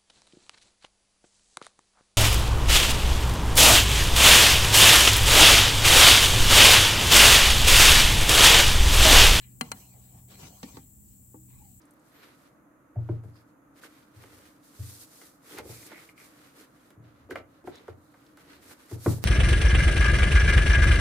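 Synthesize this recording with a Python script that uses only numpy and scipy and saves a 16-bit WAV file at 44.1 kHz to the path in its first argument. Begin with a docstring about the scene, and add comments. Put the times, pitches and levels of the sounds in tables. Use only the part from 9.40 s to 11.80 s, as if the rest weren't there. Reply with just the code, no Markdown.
"""Outdoors, a distant engine hums while an insect trills over a high chorus in the grass: wavering sines and noise.
Close to the microphone, a caulking gun is lifted from a seam on a vehicle's roof. Its steel catch snaps twice,
as noise bursts that ring the modes of the frame, and the roof panel booms softly in modes of its own.
The gun is shifted in the hand with rustles of grainy noise, small ticks and three dull knocks of its tube,
then lowered again with a faint, rough squeak."""
import sys
import numpy as np
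from scipy import signal
from scipy.fft import rfft, irfft, next_fast_len
from scipy.io import wavfile
from scipy.ndimage import map_coordinates

SR = 44100
rng = np.random.default_rng(int(sys.argv[2]) if len(sys.argv) > 2 else 0)


def materialize(psi):
    """Save the field psi as 16-bit PCM at rate SR to the path in sys.argv[1].

    A 1-D psi becomes a single channel; in a 2-D psi each row is a channel.
    """
    bounded = np.clip(np.atleast_2d(psi).T, -1, 1)
    quanta = np.round(bounded * 32767).astype(np.int16)
    wavfile.write(sys.argv[1], SR, quanta)


N = 105840
T = np.arange(N) / SR

# modes of the gun's frame: (frequency [Hz], relative level [dB], 60 dB decay time [s])
FRAME_MODES = [(760, -8.5, 0.095), (951, -17, 0.1), (1126, -3, 0.046), (1411, -8, 0.067),
               (1682, -10, 0.057), (2040, -3, 0.056), (2300, -3, 0.017), (2414, -3.5, 0.035),
               (2900, -14, 0.076), (3160, -6, 0.036), (4157, -1, 0.055), (5960, -27, 0.019),
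               (8840, -15.5, 0.11), (10800, -20, 0.06)]
# modes of the roof panel: (frequency [Hz], relative level [dB], 60 dB decay time [s])
ROOF_MODES = [(157.3, -1, 0.13), (236.5, 4, 0.12), (274.4, -6, 0.14), (474, -14.5, 0.22)]
# likeness of the left and right channels: (frequency [Hz], correlation [-1 to 1])
LIKENESS = [(40, 1), (80, 0.97), (140, 1), (270, 0.97), (640, 0.24), (1500, 0), (15000, 0.02)]
BOOM_ATTACK_S = 0.00067


def amp(db):
    """Decibels to gain."""
    return 10 ** (np.asarray(db) / 20)


def unit(x):
    """Scale to rms 1."""
    return x / np.sqrt(np.mean(x ** 2) + 1e-20)


def along(points, hz):
    """Read a curve of (Hz, value) points on a log frequency axis."""
    point_hz, value = np.transpose(points)
    return np.interp(np.log(hz + 1), np.log(point_hz + 1), value)


def pan(db):
    """Left and right gains for a level difference; positive leans left."""
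    return amp(np.array([[.5], [-.5]]) * db)


def wobble(rate):
    """A smooth random curve through normal draws, rate of them a second."""
    knots = rng.standard_normal(int(N * rate / SR) + 4)
    return map_coordinates(knots, [T * rate])


def filtered(x, response):
    """Apply a gain that depends on frequency."""
    size = next_fast_len(N + SR // 4)
    spectrum = rfft(x, size) * response(np.fft.rfftfreq(size, 1 / SR))
    return irfft(spectrum, size)[..., :N]


def dull(hz, corner_hz):
    """Gain of a soft contact: flat, then falling 18 dB an octave above the corner."""
    return 1 / np.sqrt(1 + (hz / corner_hz) ** 6)


def thin(hz, corner_hz):
    """Gain of a light contact: weak below the corner."""
    return hz ** 2 / np.hypot(hz ** 2, corner_hz ** 2)


def ear_angle(hz):
    """Angle whose cosine is the left-right likeness."""
    return np.arccos(np.clip(along(LIKENESS, hz), -1, 1))


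def noise(gain):
    """Stereo noise of rms 1, alike in the bass and unrelated in the treble."""
    def mid_side_gain(hz):
        turn = ear_angle(hz) / 2
        return gain(hz) * np.array([np.cos(turn), np.sin(turn)])

    mid, side = filtered(rng.standard_normal((2, N)), mid_side_gain)
    return unit(np.array([mid + side, mid - side]))


def tone(hz):
    """A sine of rms 1 on a pitch curve."""
    return np.sqrt(2) * np.sin(2 * np.pi * np.cumsum(hz) / SR)


def fade(start, t60, hold=0):
    """Begin at full level, hold, then die away by 60 dB in t60 seconds."""
    return (T >= start) * np.exp(-np.log(1000) * np.maximum(T - start - hold, 0) / t60)


def stroke(start, length):
    """Rise, hold and release of a hand movement; start is halfway up the rise."""
    rise_s, release_s = 0.036, 0.047  # full rise; time constant of the release
    rise = np.clip((T - start) / rise_s + .5, 0, 1)
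    return rise * np.exp(-np.maximum(T - start - length, 0) / release_s)


def ring(modes, start, attack, contact=np.ones_like):
    """Decaying sines of struck modes; the higher ones reach the two ears out of step."""
    since = np.maximum(T - start, 0)
    out = np.zeros((2, N))
    for hz, db, t60 in modes:
        ear_shift = ear_angle(hz) * rng.choice([-1, 1]) * np.array([[.5], [-.5]])
        phase = rng.uniform(0, 2 * np.pi) + ear_shift
        gain = amp(db + rng.standard_normal((2, 1))) * contact(hz)  # about 1 dB of scatter at each ear
        out += gain * fade(start, t60) * np.sin(2 * np.pi * hz * since + phase)
    return out * (1 - np.exp(-since / attack))


def distance():
    """A far engine as two wavering sines, over low outdoor rumble and open air."""
    # rise and fall of the hum, relative to hum_db: (time [s], relative level [dB])
    hum_course = [(0, -54), (.45, -58.5), (.8, -55.5), (.98, -56.5), (1.15, -68), (1.55, -67), (1.85, -61),
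                  (2.05, -55.5), (2.4, -64)]
    # distant rumble and open air: (frequency [Hz], relative level [dB per Hz])
    air_colour = [(20, -26), (33, -6.5), (48, 3), (90, 4.5), (160, -8), (260, -4), (350, -15), (480, -22.5),
                  (800, -24), (1400, -32.5), (5000, -36), (16000, -38)]
    hum_hz, hum_drift_hz, hum_db = 123.7, 0.9, -0.5
    upper_hz, upper_drift_hz, upper_db = 191.4, 6.7, -64.5
    air_db = -59.5
    hum_gain = amp(hum_db + np.interp(T, *np.transpose(hum_course)))
    hum = hum_gain * tone(hum_hz + hum_drift_hz * wobble(6.16))
    upper = amp(upper_db) * tone(upper_hz + upper_drift_hz * wobble(18))
    return hum + upper + amp(air_db) * noise(lambda hz: amp(along(air_colour, hz)))


def breeze():
    """Light air flutters separately on each microphone port, the gusts shared by both."""
    # flutter: (frequency [Hz], relative level [dB per Hz])
    flutter_colour = [(25, -18.5), (50, -3), (75, 0.5), (110, -5), (260, -8.5), (400, -24), (1000, -54)]
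    breeze_db, gust_db = -66, 5.5
    flutter = unit(filtered(rng.standard_normal((2, N)), lambda hz: amp(along(flutter_colour, hz))))
    return amp(breeze_db + gust_db * wobble(5.07)) * flutter


def insects():
    """One trill, each wing stroke swelling and arching in pitch, over the hiss of many."""
    # chorus in the grass: (frequency [Hz], relative level [dB per Hz])
    chorus_colour = [(3000, -48.5), (6000, -12), (6700, -6), (7300, 7), (7900, 3.5), (8300, -1), (9100, -1),
                     (9900, -6), (11500, -7), (13000, -0.5), (15500, 0)]
    # lean of the chorus: (frequency [Hz], left-right difference [dB])
    chorus_lean = [(7000, 1), (9000, 4.8), (15000, 10)]
    strokes_per_s, swell_db, trill_db, chorus_db = 32, 9.5, -67.5, -57
    trill_hz, arch_hz, blur_hz = 7540, 306, 132
    wing = np.cos(2 * np.pi * np.cumsum(strokes_per_s + 0.37 * wobble(3)) / SR)
    pitch = trill_hz + arch_hz * wing + blur_hz * wobble(1500)
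    trill = unit(amp(swell_db * wing) * tone(pitch))
    chorus = noise(lambda hz: amp(along(chorus_colour, hz)))
    chorus = filtered(chorus, lambda hz: pan(along(chorus_lean, hz)))
    return amp(trill_db) * trill + amp(chorus_db) * chorus


def rubbed(hz):
    """Gain of friction, coloured by the modes of the frame."""
    # rubbing: (frequency [Hz], relative level [dB per Hz])
    rub_colour = [(100, -25), (400, 4), (850, 2.5), (1400, -8.5), (2100, -3), (2900, -5), (3400, -5),
                  (4100, 0.5), (5000, -4), (6200, 1.5), (10000, -2.5), (16000, 10.5)]
    peak_db, half_width_hz = 7, 30
    peaks = [1 / (1 + ((hz - mode[0]) / half_width_hz) ** 2) for mode in FRAME_MODES]
    return amp(along(rub_colour, hz) + peak_db * np.max(peaks, axis=0))


def patchy(x):
    """The colour of the friction shifts as the contact moves, by random gains over time and pitch."""
    patch_db, patch_hz, patch_s = 4.5, 355.4, .04
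    bins = signal.stft(x, nperseg=512)[2]
    hz = np.linspace(0, SR / 2, bins.shape[1])
    seconds = np.linspace(0, N / SR, bins.shape[2])
    knots = rng.standard_normal((256, 256))
    places = np.meshgrid(hz / patch_hz, seconds / patch_s, indexing="ij")
    gain = unit(amp(patch_db * map_coordinates(knots, places, mode="wrap")))
    return signal.istft(bins * gain, nperseg=512)[1][:, :N]


def strokes_level(rows):
    """Summed level curve of hand movements given as (start, length, level)."""
    return sum(amp(db) * stroke(start, length) for start, length, db in rows)


def handling():
    """Grainy rubbing of hand and cloth, the tube's hollow note and the roof grumbling under shifting weight."""
    # rubbing strokes: (start [s], length [s], level [dB], low corner [Hz], high corner [Hz],
    # left-right difference [dB])
    rubs = [(.01, 0.02, -61, 2150, 2690, 5), (0.234, 0.031, -56, 400, 5700, 0),
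            (0.347, 0.065, -53, 600, 12100, -1.5), (0.403, 0.38, -68.5, 300, 4860, 3.5),
            (0.892, 0.051, -55.5, 298, 5600, 1.5), (0.98, 0.089, -51.5, 302, 7600, 3.5),
            (1.115, 0.18, -59.5, 300, 8600, 0), (1.225, .14, -57, 305, 7600, 3),
            (1.663, 0.062, -73.5, 2420, 6100, 2), (2.092, 0.061, -67, 1300, 2450, -4),
            (2.172, 0.14, -71.5, 1500, 6150, 1.5)]
    # the hollow tube sounds as the hand slides on it: (start [s], length [s], level [dB])
    slides = [(.33, 0.14, -70), (.53, 0.034, -66.5), (.72, 0.058, -66.5), (.9, .19, -73.5)]
    # weight shifting on the roof: (start [s], length [s], level [dB])
    shifts = [(.25, 0.13, -53.5), (.72, 0.061, -57), (.91, 0.023, -54), (1.02, 0.034, -49),
              (1.33, 0.048, -49)]
    # roof grumble: (frequency [Hz], relative level [dB per Hz])
    grumble_colour = [(40, -18), (100, 3), (170, -2), (270, -6.5), (380, -17), (800, -41)]
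    grain_db, grains_per_s = 1, 220
    hollow_hz, hollow_width_hz = 767, 180
    rub = np.zeros((2, N))
    for start, length, db, low_hz, corner_hz, pan_db in rubs:
        friction = noise(lambda hz: rubbed(hz) * thin(hz, low_hz) * dull(hz, corner_hz))
        rub += amp(db) * pan(pan_db) * stroke(start, length) * friction
    grain = unit(amp(grain_db * wobble(grains_per_s)))
    hollow = noise(lambda hz: 1 / (1 + ((hz - hollow_hz) / hollow_width_hz) ** 2))
    grumble = noise(lambda hz: amp(along(grumble_colour, hz)))
    return grain * patchy(rub) + strokes_level(slides) * hollow + strokes_level(shifts) * grumble


def catch():
    """Each snap is a steel crack with a dull tail; it rings the frame and sets the roof booming."""
    # snaps, crack and ring before panning: (time [s], ring level [dB], crack level [dB],
    # roof boom level [dB], low corner of the crack [Hz])
    snaps = [(0.2104, -29, -25.5, -33, 356), (0.3166, -34, -28.5, -50.5, 664)]
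    # crack: (frequency [Hz], relative level [dB per Hz])
    crack_colour = [(100, 4), (500, 0.5), (1300, 5), (1850, -6), (2200, -1.5), (3100, 1.5), (3600, -13.5),
                    (4400, -1), (5200, -11), (6100, -2.5), (9500, -5.5), (12000, -16), (16000, -10)]
    crack_hold_s, crack_t60_s, ring_attack_s = 0.0026, 0.019, 0.00073
    tail_db, tail_t60_s, tail_corner_hz = -25.5, 0.23, 1940  # level relative to the crack
    pan_db = 4.5
    out = np.zeros((2, N))
    for start, ring_db, crack_db, boom_db, low_hz in snaps:
        colour = lambda hz: amp(along(crack_colour, hz)) * thin(hz, low_hz)
        crack = fade(start, crack_t60_s, crack_hold_s) * noise(colour)
        dull_noise = noise(lambda hz: colour(hz) * dull(hz, tail_corner_hz))
        tail = amp(tail_db) * fade(start, tail_t60_s) * dull_noise
        frame = amp(ring_db) * ring(FRAME_MODES, start, ring_attack_s)
        out += pan(pan_db) * (amp(crack_db) * (crack + tail) + frame)
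        out += amp(boom_db) * ring(ROOF_MODES, start, BOOM_ATTACK_S)
    return out


def panel():
    """Single notes of the sheet roof, set ringing by the first snap and the third knock."""
    # notes: (time [s], frequency [Hz], level [dB], 60 dB decay time [s])
    notes = [(.215, 860, -49, 0.17), (.212, 2800, -52, 0.17), (.214, 603, -54, 0.22),
             (1.958, 312, -50, 0.34)]
    return sum(ring([(hz, db, t60)], start, attack=0.0021) for start, hz, db, t60 in notes)


def ticks():
    """Brief slips of the grip on the frame: short fading bursts of friction noise."""
    # slips: (time [s], level [dB])
    slips = [(.917, -52), (.954, -52), (1.031, -48.5), (1.07, -50), (1.23, -37.5), (1.369, -47)]
    t60_s, corner_hz = 0.043, 5400
    level = sum(amp(db) * fade(start, t60_s) for start, db in slips)
    return level * noise(lambda hz: rubbed(hz) * dull(hz, corner_hz))


def knocks():
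    """Soft bumps of the tube: a scuff, a short hollow ring and the roof below."""
    # bumps: (time [s], level before panning [dB], low corner [Hz], high corner [Hz],
    # roof boom level [dB], left-right difference [dB])
    bumps = [(1.2308, -38.5, 166, 6500, -40, 2.5), (1.3705, -39, 344, 1430, -60, -0.5),
             (1.944, -44, 330, 860, -66, 2)]
    # modes of the tube in the hand: (frequency [Hz], relative level [dB], 60 dB decay time [s])
    tube_modes = [(190.4, -2.5, 0.22), (272.4, 2, 0.14), (302, -8, 0.23), (365, -6, 0.091),
                  (499.6, -3.5, 0.071), (795, -14.5, 0.15), (889, -6, 0.064), (1140, -2.5, 0.039),
                  (1830, -13, 0.081), (4540, -11, 0.047)]
    attack_s, scuff_db, scuff_t60_s = 0.00033, -12.5, 0.11  # scuff relative to the bump
    out = np.zeros((2, N))
    for start, db, low_hz, corner_hz, boom_db, pan_db in bumps:
        contact = lambda hz: thin(hz, low_hz) * dull(hz, corner_hz)
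        scuff = amp(scuff_db) * fade(start, scuff_t60_s) * noise(contact)
        tube = ring(tube_modes, start, attack_s, contact)
        out += amp(db) * pan(pan_db) * (scuff + tube)
        out += amp(boom_db) * ring(ROOF_MODES, start, BOOM_ATTACK_S)
    return out


def squeak():
    """A faint falling note as the gun comes down, roughened in pitch and level."""
    start_s, length_s, level_db, rough_db = 2.2, 0.064, -69, 3.9
    start_hz, fall_hz_per_s, blur_hz = 843, 900, 35.5
    pitch = start_hz - fall_hz_per_s * (T - start_s) + blur_hz * wobble(200)
    return amp(level_db + rough_db * wobble(90)) * stroke(start_s, length_s) * tone(pitch)


def scene():
    """The gun close to the microphone, the field around it."""
    field = distance() + breeze() + insects()
    gun = handling() + catch() + panel() + ticks() + knocks() + squeak()
    return field + gun


def record(dry):
    """Keep only what lies below the upper band limit of 15.9 kHz."""
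    return filtered(dry, lambda hz: hz < 15900)


dry = scene()
out = record(dry)
materialize(out)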